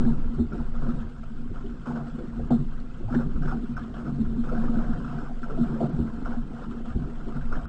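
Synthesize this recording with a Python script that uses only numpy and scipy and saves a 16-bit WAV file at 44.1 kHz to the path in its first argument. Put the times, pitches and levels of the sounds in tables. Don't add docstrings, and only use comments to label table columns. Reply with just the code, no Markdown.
import sys
import numpy as np
from scipy import signal
from scipy.fft import rfft, irfft, next_fast_len
from scipy.io import wavfile
from scipy.ndimage import uniform_filter1d, map_coordinates

SR = 44100
rng = np.random.default_rng(int(sys.argv[2]) if len(sys.argv) > 2 else 0)


def file_out(sig):
    cols = np.atleast_2d(sig).T
    lim = np.clip(cols, -1, 1)
    pcm = np.round(lim * 32767).astype(np.int16)
    wavfile.write(sys.argv[1], SR, pcm)


def boost_factor(decibels):
    exponent = np.asarray(decibels, float) / 20
    return 10 ** exponent


N = 339040
T = np.arange(N) / SR

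# time_s, level_db
SPRAY_LEVEL = [(0.0, -51.5), (0.51, -57.5), (0.79, -56), (1.26, -58.5), (1.43, -61), (2.08, -55.5),
               (2.78, -58.5), (3.25, -57), (3.53, -56.5), (4.37, -56.5), (4.45, -57.5), (4.63, -51.5),
               (5.42, -56), (5.67, -49), (6.19, -54), (6.29, -58.5), (7.24, -54), (7.69, -54.5)]
# start_s, length_s, level_db, gurgle_rel_db
SPRAY_SHEETS = [(0.005, 0.073, -46, 1), (0.522, 0.11, -48, 0.5), (0.747, 0.04, -51, 1.5),
                (0.824, 0.1, -47, -1), (0.945, 0.087, -50, -2), (1.545, 0.036, -50, 0),
                (1.862, 0.063, -40.5, -1), (1.955, 0.024, -44, 3.5), (2.084, 0.014, -46, -6),
                (2.51, 0.025, -45, 3), (3.106, 0.12, -44, 1), (3.434, 0.079, -40, -4.5),
                (3.772, 0.017, -43, -4), (3.945, 0.069, -45.5, -1.5), (4.053, 0.044, -45, -1),
                (4.444, 0.23, -45, 3), (4.74, 0.14, -45, 3.5), (4.931, 0.071, -47.5, 3),
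                (5.045, 0.23, -45, -5), (5.428, 0.086, -50.5, 4.5), (5.688, 0.03, -55, 4),
                (5.81, 0.055, -46, 2.5), (6.253, 0.086, -43, -0.5), (6.52, 0.12, -47, 1),
                (6.851, 0.061, -48, -2.5), (7.289, 0.084, -48, -4), (7.52, 0.05, -41.5, -3.5),
                (7.656, 0.015, -55.5, -11)]
# freq_hz, gain_db
FIZZ_COLOUR = [(1060, -25), (1800, 3.5), (2360, -3.5), (3080, -1), (3900, -7.5), (4170, -7.5), (5210, -9.5),
               (5960, -13.5), (7800, -10.5), (8980, -13.5), (11700, -62), (19800, -120)]
# start_s, peak_db, pitch_hz
FINE_SPRAY = [(0.192, -50, 2330), (0.2179, -54, 2550), (0.2483, -53, 2550), (0.5018, -55, 2600),
              (0.5447, -49.5, 2370), (1.0016, -47.5, 3200), (1.2291, -50.5, 2400), (1.6606, -48, 3100),
              (1.8168, -50, 3170), (2.1869, -51, 2470), (2.5062, -53.5, 2490), (2.9377, -48, 3230),
              (3.1448, -41, 3150), (3.3588, -55, 2560), (3.4421, -51.5, 2990), (3.7658, -55, 2690),
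              (3.8302, -47, 3290), (3.9394, -45, 3270), (3.9779, -49.5, 2840), (4.4897, -52, 2560),
              (5.0823, -47, 2650), (5.1223, -52, 3200), (5.3532, -56, 2300), (5.7653, -52.5, 2350),
              (5.8012, -50, 3200), (5.8676, -53, 3050), (6.2018, -56, 2990), (6.2482, -50, 2450),
              (6.3555, -54, 3150), (6.5959, -51, 3090), (6.7082, -47, 3180), (6.8578, -45.5, 3130),
              (6.9037, -53, 2750), (6.979, -51, 3060), (7.2814, -50, 3210), (7.4096, -50.5, 2890),
              (7.4525, -48, 2460), (7.5283, -48.5, 2480), (7.5582, -50, 3060), (7.6016, -52.5, 2360)]
# start_s,
# peak_db, pitch_hz, t60_s
GLINTS = [
    (3.42, -53, 5300, .12),
    (3.475, -52, 5250, .12),
    (3.767, -54.5, 5300, .09),
    (2.8, -46.5, 4200, .04),
    (7.53, -52, 5250, .07),
]
# start_s, peak_db, pitch_hz
SPLASHES = [(0.1989, -44, 1270), (0.519, -35.5, 1370), (0.5801, -41, 1320), (0.751, -36, 1287),
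            (0.818, -42.5, 1397), (0.889, -34, 1280), (1.231, -42, 1340), (1.5569, -40, 1330),
            (1.6931, -43.5, 1420), (1.8554, -36.5, 1266), (1.9031, -34, 907), (1.957, -35.5, 1474),
            (2.1874, -42, 1386), (2.5042, -37, 1010), (2.597, -46, 1057), (3.1238, -32, 1380),
            (3.1872, -36, 1437), (3.2328, -39, 1265), (3.3603, -37, 1326), (3.4206, -36.5, 1500),
            (3.474, -29, 1340), (3.5133, -28, 1290), (3.7663, -29.5, 1460), (3.9396, -43, 1130),
            (4.0632, -37, 1344), (4.2482, -43, 1360), (4.362, -43, 977), (4.4378, -37.5, 1350),
            (4.4884, -30, 1344), (4.726, -42, 1240), (4.784, -33, 1300), (4.9332, -37.5, 1447),
            (5.0785, -35, 1412), (5.1826, -33, 1433), (5.4296, -31, 1380), (5.4979, -36, 1300),
            (5.6301, -41, 1300), (6.2555, -33, 1410), (6.3193, -33, 1396), (6.5924, -43, 1280),
            (6.6396, -40, 1210), (6.7102, -36.5, 1250), (6.854, -41, 1230), (6.9094, -44, 1260),
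            (7.285, -41, 1010), (7.3206, -38.5, 1230), (7.4097, -40, 1540), (7.5249, -25, 1350),
            (7.5901, -36, 1210), (7.6532, -33, 1350)]
# start_s, peak_db,
# pitch_hz, t60_s
MORE_SPLASHES = [(3.146, -28, 1600, 0.078), (3.14, -33, 790, .06), (3.455, -33.5, 1550, .07),
                 (4.55, -32, 1400, .08), (5.045, -34, 1300, 0.053), (5.812, -21, 480, 0.11),
                 (5, -39, 1100, 0.09), (6.64, -41, 1000, 0.067), (7.528, -31.5, 1200, 0.035),
                 (4.575, -34, 1500, 0.077), (4.68, -34, 1250, .06), (5.7, -39, 1330, .07),
                 (7.553, -36.5, 1650, 0.053), (3.772, -31, 1300, 0.077), (7.2, -41.5, 1400, 0.091), ]
# centre_hz, width_hz, gain_db
CASE_MODES = [(993, 390, -5), (1340, 240, 1), (1558, 303, -3.5)]
# centre_hz, width_hz, gain_db
PANEL_MODES = [(490, 52, 2), (708.5, 30, 3.5), (924, 200, -9)]
# start_s, peak_db, centre_hz, t60_s
PANEL_GULPS = [(0.089, -32, 990, 0.06), (0.6, -33.5, 870, 0.062), (1.231, -36.5, 683, 0.053),
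               (6.585, -34, 710, 0.12), (2.185, -30, 487, 0.14), (2.392, -28, 493, 0.13),
               (2.394, -32, 720, .07), (2.504, -17.5, 698, 0.1), (2.506, -18.5, 495, .1),
               (3.084, -28, 748, 0.06), (3.138, -29, 490, 0.078), (3.521, -24.5, 757, 0.12),
               (3.776, -35, 714, 0.32), (3.935, -37, 480, 0.067), (4.072, -38, 710, 0.16),
               (4.516, -23, 460, 0.08), (4.532, -23.5, 656, 0.081), (4.796, -40, 692, 0.1),
               (4.868, -32.5, 700, 0.12), (5.006, -33, 470, 0.11), (5.294, -30, 713, 0.1),
               (5.75, -31, 560, 0.1), (5.495, -27.5, 445, 0.21), (5.571, -27.5, 672, 0.24),
               (5.832, -19.5, 674, 0.12), (5.804, -16.5, 699, 0.089), (6.261, -28, 680, 0.13),
               (6.336, -27, 756, 0.091), (0.746, -41, 513, 0.061), (0.82, -39, 667, 0.11),
               (0.864, -30, 500, 0.071), (0.907, -37, 490, .07), (1.495, -41, 514, 0.084),
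               (1.903, -33.5, 860, 0.061), (1.968, -29.5, 676, 0.22), (2.068, -40, 694, 0.045),
               (3.029, -35, 527, 0.064), (4.636, -29, 520, 0.068), (4.712, -35, 503, 0.06),
               (5.124, -32, 718, 0.23), (6.852, -38, 697, 0.077), (7.273, -41.5, 549, 0.06),
               (7.377, -36, 530, 0.08), (7.57, -27.5, 686, 0.16), (6.362, -35, 696, 0.072),
               (7.527, -39, 547, 0.062)]
# centre_hz, width_hz, gain_db
FLANK_MODES = [(324.4, 91, -1), (405, 37, -0.5)]
# start_s, peak_db
FLANK_LICKS = [(0.333, -44), (0.794, -43), (0.883, -37), (1.894, -37.5), (2.2, -36.7), (2.242, -37.3),
               (3.004, -38), (3.161, -38), (3.979, -40), (4.045, -38), (4.215, -35.5), (4.733, -36),
               (5.413, -40), (7.072, -39), (7.28, -35.5), (7.524, -39.5)]
# time_s, level_db
SWAY_LEVEL = [(0.0, -22), (0.25, -23), (0.45, -39), (0.83, -19), (1.09, -38), (1.39, -28), (1.93, -40),
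              (3.51, -25), (3.94, -45), (4.3, -27), (4.9, -24), (5.03, -36), (5.67, -27), (5.8, -36),
              (6.4, -26), (6.55, -40), (7.54, -24), (7.69, -40)]
# start_s, length_s, level_db
HEAVES = [(0.037, 0.066, -27), (0.237, 0.53, -33.5), (0.935, 0.083, -31), (1.207, 0.041, -42),
          (1.51, 0.2, -37.5), (2.324, 0.44, -34.5), (2.804, 0.066, -45.5), (3.031, 0.49, -36),
          (3.726, 0.078, -34), (3.875, 0.15, -41.5), (4.217, 0.077, -28.5), (4.319, 0.8, -39),
          (5.514, 0.056, -40), (5.92, 0.41, -42), (6.692, 0.033, -36), (6.913, 0.14, -30.5),
          (7.377, 0.26, -32)]
# start_s, peak_db, pitch_hz, t60_s
FLOAT_THUDS = [(0.386, -22, 76.7, 0.23), (0.6, -28, 57, 0.13), (1.498, -30.5, 87, 0.091),
               (2.382, -27.5, 57.7, 0.37), (2.503, -33.5, 83, 0.12), (3.047, -27, 112, 0.24),
               (3.349, -23, 57, 0.15), (4.198, -29, 74.4, 0.094), (4.93, -33, 104.4, 0.25),
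               (5.988, -21.5, 72.7, 0.15), (6.954, -20.5, 59.3, 0.079)]
# centre_hz, width_hz, gain_db
ARM_SLOW_MODES = [(17.32, 4.6, 0)]
ARM_FAST_MODES = [(33.4, 9.8, 3.5), (92, 74, -10)]
# time_s, level_db
CHOP_LEVEL = [(0.0, -25.5), (0.15, -38), (0.49, -39), (0.56, -38), (1.35, -42.5), (1.99, -39),
              (2.48, -37.5), (2.78, -41), (3.08, -43.5), (3.32, -40), (3.81, -38), (4.67, -32.5),
              (4.97, -35), (5.33, -39), (5.85, -39.5), (6.38, -37), (7.02, -40.5), (7.69, -39.5)]
# start_s, length_s, level_db
HULL_WAVES = [(0.005, 0.131, -27.5), (0.382, 0.044, -32), (0.527, 0.029, -34.5), (0.586, 0.03, -36),
              (0.84, 0.13, -32.5), (1.905, 0.049, -35), (1.984, 0.047, -36.5), (2.146, 0.036, -38.5),
              (2.379, 0.05, -35.5), (2.514, 0.1, -28.5), (3.136, 0.15, -29.5), (3.356, 0.19, -31.5),
              (3.707, 0.044, -37.5), (4.082, 0.16, -31.5), (4.308, 0.052, -36.5), (4.46, 0.032, -41),
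              (4.51, 0.079, -35.5), (4.628, 0.051, -31.5), (4.726, 0.046, -36), (4.8, 0.03, -40),
              (4.865, 0.089, -35), (4.975, 0.051, -34.5), (5.093, 0.071, -33), (5.524, 0.036, -35),
              (5.571, 0.16, -32), (5.811, 0.232, -29), (6.955, 0.062, -30.5), (7.011, 0.03, -45),
              (7.361, 0.036, -33.5), (7.55, 0.04, -36)]
# centre_hz, width_hz, gain_db
UPPER_DRUM_MODES = [(232.6, 15.3, -2), (320, 122, -16), (376, 72, -15)]
LOWER_DRUM_MODES = [(143.5, 11, -10), (192.8, 25, -21.5)]
# centre_hz, width_hz, gain_db
DRUM_CORE = [(232, 110, 0)]
# start_s, peak_db, flank_rel_db, t60_s
WAVE_SLAPS = [(0.056, -12.5, -22, 0.23), (0.189, -26, -16, 0.086), (0.008, -22, -12, 0.23),
              (0.394, -13.5, -13, 0.17), (0.523, -29, -5.5, 0.21), (0.586, -24, -17, 0.14),
              (0.881, -18, -18, 0.14), (1.646, -30.5, -5.5, 0.2), (1.87, -25, -22, 0.56),
              (2.357, -25, -15, 0.4), (2.51, -9, -17.5, 0.14), (3.111, -21, -16, 0.26),
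              (3.158, -15.5, -13, 0.22), (5.612, -16.5, -24, 0.18), (3.637, -20.5, -15, 0.05),
              (3.69, -22.5, -33, 0.17), (4.194, -14.5, -27, 0.14), (4.379, -17.5, -25.5, 0.19),
              (4.529, -22, -12.5, 0.25), (4.769, -14, -20, 0.13), (4.895, -16.5, -31, 0.1),
              (5.583, -18, -13, 0.3), (5.697, -26, -10, 0.62), (5.816, -21, -6, 0.2),
              (5.994, -18, -13.5, 0.068), (6.278, -26, -15, 0.29), (6.768, -26, -31, 0.067),
              (6.874, -25.5, -17.5, 0.13), (6.96, -18, -15.5, 0.087), (0.3, -24.5, -33, 0.25),
              (2.185, -29.5, -8, 0.089), (3.453, -28.5, -5.5, 0.12), (4.082, -34, -4, 0.086),
              (4.642, -22, -13, 0.17), (4.58, -22, -22, .25), (5.74, -28, -9.5, 0.063),
              (6.086, -30, -11, 0.11), (6.717, -29, -12, 0.18), (7.27, -32.5, -7.5, 0.17),
              (1.513, -31.5, -6.5, 0.076), (2.61, -26.5, -20, 0.11)]
# start_s, peak_db
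DRUM_TAPS = [(0.753, -31.5), (0.997, -27.5), (1.2, -32.5), (1.295, -33), (1.932, -26), (2.066, -30.5),
             (2.134, -30.5), (2.274, -31.5), (2.543, -22.5), (2.657, -33.5), (3.517, -28.5), (3.583, -30),
             (3.81, -27), (3.971, -32.6), (4.302, -29.0), (4.478, -26.5), (4.686, -23.5), (5.042, -27.5),
             (5.422, -28.5), (5.885, -28), (6.042, -27.5), (6.123, -28.5), (6.364, -24.5), (7.112, -31.3),
             (7.357, -27.5), (7.44, -31.5)]
# start_s, length_s, above_hz
TREBLE_GAPS = [(.517, .012, 6200), (2.491, .012, 3300), (3.746, .017, 6000), (5.906, .016, 6500),
               (7.508, .013, 6500), (1.501, .008, 8400), (1.78, .012, 8400), (2.981, .012, 8400),
               (3.308, .014, 8400), (7.66, .02, 3600)]
# low_hz, high_hz, rarity
HOLE_BANDS = [
    (1850, 2600, 1.6),
    (8300, 9300, .8),
]

SLAP_RISE_S = 0.0046


def unit(x):
    return x / np.sqrt(np.mean(x ** 2) + 1e-20)


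def add(out, s, x):
    out[round(s * SR):][:len(x)] += x


def curve(rows):
    s, level_db = np.transpose(rows)
    return np.interp(T, s, level_db)


def follows(level_db, mean_db, grows):
    return mean_db + grows * (level_db - level_db.mean())


def wobble(knots_per_s):
    return map_coordinates(rng.standard_normal(int(N * knots_per_s / SR) + 4), [T * knots_per_s])


def surges(rest_db, start_s, length_s, level_db, rise_s, fall_db_per_s):
    coarse_s = T[::64]
    since_s = coarse_s[:, None] - start_s
    fall_db = fall_db_per_s * np.maximum(since_s - length_s, 0)
    gain = np.clip(1 + since_s / rise_s, 0, 1) * boost_factor(level_db - fall_db)
    power = np.interp(T, coarse_s, (gain ** 2).sum(axis=1))
    return 10 * np.log10(boost_factor(2 * rest_db) + power)


def swell(t60_s, rise_s, hold=1.267):
    t = T[:SR // 3]
    decay = boost_factor(-60 * (t / max(t60_s, .01)) ** hold)
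    shape = decay * (1 - np.exp(-t / max(rise_s, .0004))) ** 2
    return shape / shape.max()


def filtered(x, response):
    m = next_fast_len(len(x) + min(SR // 2, len(x) // 3))
    return irfft(rfft(x, m) * response(np.fft.rfftfreq(m, 1 / SR)), m)[:len(x)]


def ring(x, modes, steep=1, soft_poles=2):
    def response(f):
        total = 0
        for k, (centre, width, db) in enumerate(modes):
            mode = 1j * f * width / (centre * centre - f * f + 1j * f * width)
            total = total + (-1) ** k * boost_factor(db) * mode ** steep
        return total / (1 + 1j * f / (1.37 * modes[-1][0])) ** soft_poles
    return filtered(x, response)


def rattle(modes, shape, steep=1, strike=0.46):
    push = rng.standard_normal(len(shape)) * shape
    push[np.argmax(shape) // 2] += strike * np.linalg.norm(push)
    x = ring(push, modes, steep)
    return x / np.abs(x).max()


def steadied(x, span_s, share):
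    level = np.sqrt(np.abs(uniform_filter1d(x ** 2, round(span_s * SR))) + 1e-20)
    return unit(x / level ** np.clip(share, 0, 1))


def turbulence(per_s, spread_db, drops_db, lumps_db, lump_rate):
    sizes_db = np.minimum(spread_db * rng.exponential(size=N), 14)
    hits = (rng.random(N) < per_s / SR) * rng.choice([-1, 1], N) * boost_factor(sizes_db)
    rush = rng.standard_normal(N) * boost_factor(lumps_db * wobble(lump_rate))
    return unit(rush) + boost_factor(drops_db) * unit(hits)


def patchy(x, depth_db, hz_bins, frames):
    z = signal.stft(x, nperseg=512)[2]
    field = uniform_filter1d(rng.standard_normal(z.shape), hz_bins, axis=0)
    field = uniform_filter1d(field, frames, axis=1)
    return unit(signal.istft(z * boost_factor(depth_db * unit(field)), nperseg=512)[1][:N])


def bubbles(count, centre_hz, spread, cycles, spread_db):
    when = rng.random(count)
    pitch = np.clip(rng.standard_normal(count), -2, 1.5)
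    size_db = np.minimum(spread_db * rng.exponential(size=count), 15)
    turns = (centre_hz * np.exp(spread * pitch))[:, None] * T[:SR // 20]
    envelope = np.exp(-turns / cycles) * (1 - np.exp(-turns / 1.8))
    grain = boost_factor(size_db)[:, None] * envelope * np.sin(2 * np.pi * turns * (1 + .002 * turns))
    where = (when * N).astype(int)[:, None] + np.arange(SR // 20)
    return unit(np.bincount(where.ravel(), grain.ravel(), N + SR)[:N])


def fizzy(x):
    f, db = np.transpose(FIZZ_COLOUR)
    return filtered(x, lambda hz: boost_factor(np.interp(np.log(hz + 1), np.log(f), db)))


def spray():
    spray_db = curve(SPRAY_LEVEL)
    start, length, db, gurgle_rel_db = np.transpose(SPRAY_SHEETS)

    def sheets(rest_db, peak_db):
        return surges(rest_db, start, length, peak_db, rise_s=0.011, fall_db_per_s=263.5)

    patter_db = sheets(spray_db + 2.0, db - 3.0)
    gurgle_db = sheets(follows(spray_db, mean_db=-56, grows=1.4), db + gurgle_rel_db - 3.5)
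    fizz_db = sheets(follows(spray_db, mean_db=-65.5, grows=0.33), follows(db, mean_db=-67, grows=0.58))

    shower = turbulence(per_s=250, spread_db=6, drops_db=-7, lumps_db=1.8, lump_rate=35)
    gulping = turbulence(per_s=100, spread_db=4, drops_db=-7, lumps_db=3, lump_rate=40)
    fine = turbulence(per_s=300, spread_db=7.3, drops_db=-5, lumps_db=0.23, lump_rate=30)

    panels = steadied(ring(0.32 * shower + gulping, PANEL_MODES), span_s=.04, share=.5)
    pockets = bubbles(count=350, centre_hz=680, spread=.18, cycles=7, spread_db=1.5)
    gurgle = patchy(panels, depth_db=2.4, hz_bins=2, frames=4) + 0.4 * pockets

    case = steadied(ring(shower, CASE_MODES, steep=2), span_s=.04, share=.4)
    pops = bubbles(count=500, centre_hz=1306, spread=.14, cycles=9.8, spread_db=0.0)
    patter = patchy(case, depth_db=2.6, hz_bins=3, frames=4) + 0.59 * pops

    fizz = patchy(fizzy(0.6 * shower + fine), depth_db=2.9, hz_bins=3, frames=4)
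    patter_gain = boost_factor(patter_db - 1.5 + 1.6 * wobble(28))
    return patter_gain * unit(patter) + boost_factor(gurgle_db + 1.0) * unit(gurgle) + boost_factor(fizz_db + 2.5) * fizz


def splashes():
    out, hiss = np.zeros((2, N + SR))
    splash_t60_s, fine_t60_s = .08, .055
    for s, db, hz, t60 in [*((*row, splash_t60_s) for row in SPLASHES), *MORE_SPLASHES]:
        shape = swell(t60, rise_s=0.003)
        add(out, s - .003, boost_factor(db - 1.5) * rattle([(hz, 297, 0)], shape, steep=2.85, strike=.85))
    for s, db, hz, t60 in [*((*row, fine_t60_s) for row in FINE_SPRAY), *GLINTS]:
        shape = swell(t60, rise_s=0.002)
        add(out, s - .002, boost_factor(db - 5.5) * rattle([(hz, 500, 0)], shape, steep=1.8))
        add(hiss, s - .002, boost_factor(db - 7.5) * shape * rng.standard_normal(len(shape)))
    return (out + fizzy(hiss))[:N]


def arm():
    slow_db = curve(SWAY_LEVEL)
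    rest_db = follows(curve(CHOP_LEVEL), mean_db=-40, grows=0.47)
    fast_db = surges(rest_db, *np.transpose(HEAVES), rise_s=0.013, fall_db_per_s=144.5)

    slow = ring(rng.standard_normal(N + SR), ARM_SLOW_MODES)[SR:]
    slow = steadied(slow, span_s=0.057, share=0.47)
    push = turbulence(per_s=32, spread_db=3.9, drops_db=-2.5, lumps_db=2.1, lump_rate=5.4)
    fast = steadied(ring(push, ARM_FAST_MODES), span_s=0.11, share=0.8)

    thuds = np.zeros(N + SR)
    for s, db, hz, t60 in FLOAT_THUDS:
        shape = swell(0.83 * t60, rise_s=0.0041)
        add(thuds, s, boost_factor(db) * shape * np.sin(2 * np.pi * hz * T[:len(shape)]))

    start_swing = -boost_factor(-20.5 - 60 * T / 0.13) * np.cos(2 * np.pi * ARM_SLOW_MODES[0][0] * T)
    return boost_factor(slow_db + .6) * slow + boost_factor(fast_db - 2.4) * fast + thuds[:N] + start_swing


def slaps():
    out = np.zeros(N + SR)
    for s, db, flank_db, t60 in WAVE_SLAPS:
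        shape = swell(t60, 0.23 * SLAP_RISE_S)
        add(out, s - .008, boost_factor(db + flank_db + 3.5) * rattle(FLANK_MODES, shape))
    for s, db in FLANK_LICKS:
        shape = swell(0.1, SLAP_RISE_S)
        add(out, s - .003, boost_factor(db + 2.5) * rattle(FLANK_MODES, shape, strike=.9))
    for s, db, hz, t60 in PANEL_GULPS:
        shape = swell(t60, rise_s=0.00297)
        add(out, s - .003, boost_factor(db - 7.5) * rattle([(hz, 120, 0)], shape, steep=1.87, strike=0.73))
    return out[:N]


def blows():
    sag_share, waver_share, scatter_share = .04, .025, .012
    out, strength = np.zeros((2, N + SR))
    waver, flutter = np.pad([wobble(45), wobble(60)], ((0, 0), (0, SR)))
    hits = [(s - .004, db - 2.0, t60) for s, db, _, t60 in WAVE_SLAPS]
    hits += [(s, db + 0.56, 0.15) for s, db in DRUM_TAPS]
    for s, db, t60 in hits:
        shape = boost_factor(db - 1.2) * swell(.78 * t60, 1.3 * SLAP_RISE_S, hold=1.8)
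        span = slice(round(s * SR), round(s * SR) + len(shape))
        sag = sag_share * (.5 - np.minimum(3 * T[:len(shape)] / t60, 1))
        scatter = scatter_share * rng.standard_normal()
        hz = UPPER_DRUM_MODES[0][0] * (1 + scatter + sag + waver_share * waver[span])
        tone = np.sin(2 * np.pi * np.cumsum(hz) / SR)
        add(out, s, shape * boost_factor(1.5 * flutter[span]) * tone)
        add(strength, s, shape)
    return out[:N], strength[:N]


def hull():
    chop_db = curve(CHOP_LEVEL)
    start, length, wave_db = np.transpose(HULL_WAVES)

    def waves(rest_db, peak_db):
        return surges(rest_db, start, length, peak_db, rise_s=0.021, fall_db_per_s=221)

    gulps_db = 3 * wobble(15)
    upper_db = waves(chop_db - 1.0 + gulps_db, wave_db - 4.5)
    lower_db = waves(follows(chop_db, mean_db=-47, grows=0.64), wave_db - 4)

    upper_push = turbulence(per_s=60, spread_db=4, drops_db=-3, lumps_db=1.5, lump_rate=20)
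    lower_push = turbulence(per_s=40, spread_db=3.5, drops_db=1.3, lumps_db=1.8, lump_rate=10)
    upper = steadied(ring(upper_push, UPPER_DRUM_MODES), span_s=.05, share=.6)
    lower = steadied(ring(lower_push, LOWER_DRUM_MODES), span_s=0.084, share=0.63)

    rung, strength = blows()
    murmur_gain = boost_factor(upper_db - 0.2)
    overridden = 1 - 1 / (1 + 1.1 * strength / murmur_gain)
    murmur = upper - overridden * ring(upper, DRUM_CORE, soft_poles=0)
    return murmur_gain * murmur + rung + boost_factor(lower_db + 2.5) * lower


def scene():
    return (arm() + hull() + spray() + slaps() + splashes())[None]


def converted(x):
    beat_hz, tilt_hz = 3889.6, 1500
    slip_samples = 1.21 * ((T * beat_hz) % 1 - .5)

    def tilt(hz):
        return 0.84 * np.sqrt(1 + (np.minimum(hz, 1800) / tilt_hz) ** 2)

    return x + slip_samples * filtered(np.gradient(x), tilt)


def starved(x):
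    hz, t, z = signal.stft(x, SR, nperseg=256, noverlap=192)
    for s, length, low in TREBLE_GAPS:
        z = z * (1 - .98 * np.outer(hz > low, (t > s) & (t < s + length)))
    x = signal.istft(z, nperseg=256, noverlap=192)[1][:N]

    hz, t, z = signal.stft(x, SR, nperseg=1024)
    field = uniform_filter1d(rng.standard_normal(z.shape), size=5, axis=0)
    field = unit(uniform_filter1d(field, size=8, axis=1))
    for low, high, rarity in HOLE_BANDS:
        in_band = ((hz > low) & (hz < high))[:, None]
        z = z * (1 - .97 * (field > rarity) * in_band)
    return signal.istft(z, nperseg=1024)[1][:N]


def band_limit(x):
    return signal.sosfilt(signal.butter(12, 9300, fs=SR, output="sos"), x)


def record(dry):
    rounded = dry[0] / (1 + np.abs(dry[0] / .34) ** 4) ** (1 / 4)
    held = np.pad(converted(rounded), SR // 20, 'reflect')
    limited = filtered(held, lambda hz: (hz < 9300) / (1 + 1j * hz / 7000))[SR // 20:][:N]
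    return band_limit(starved(limited)[None])


dry = scene()
out = record(dry)
file_out(out)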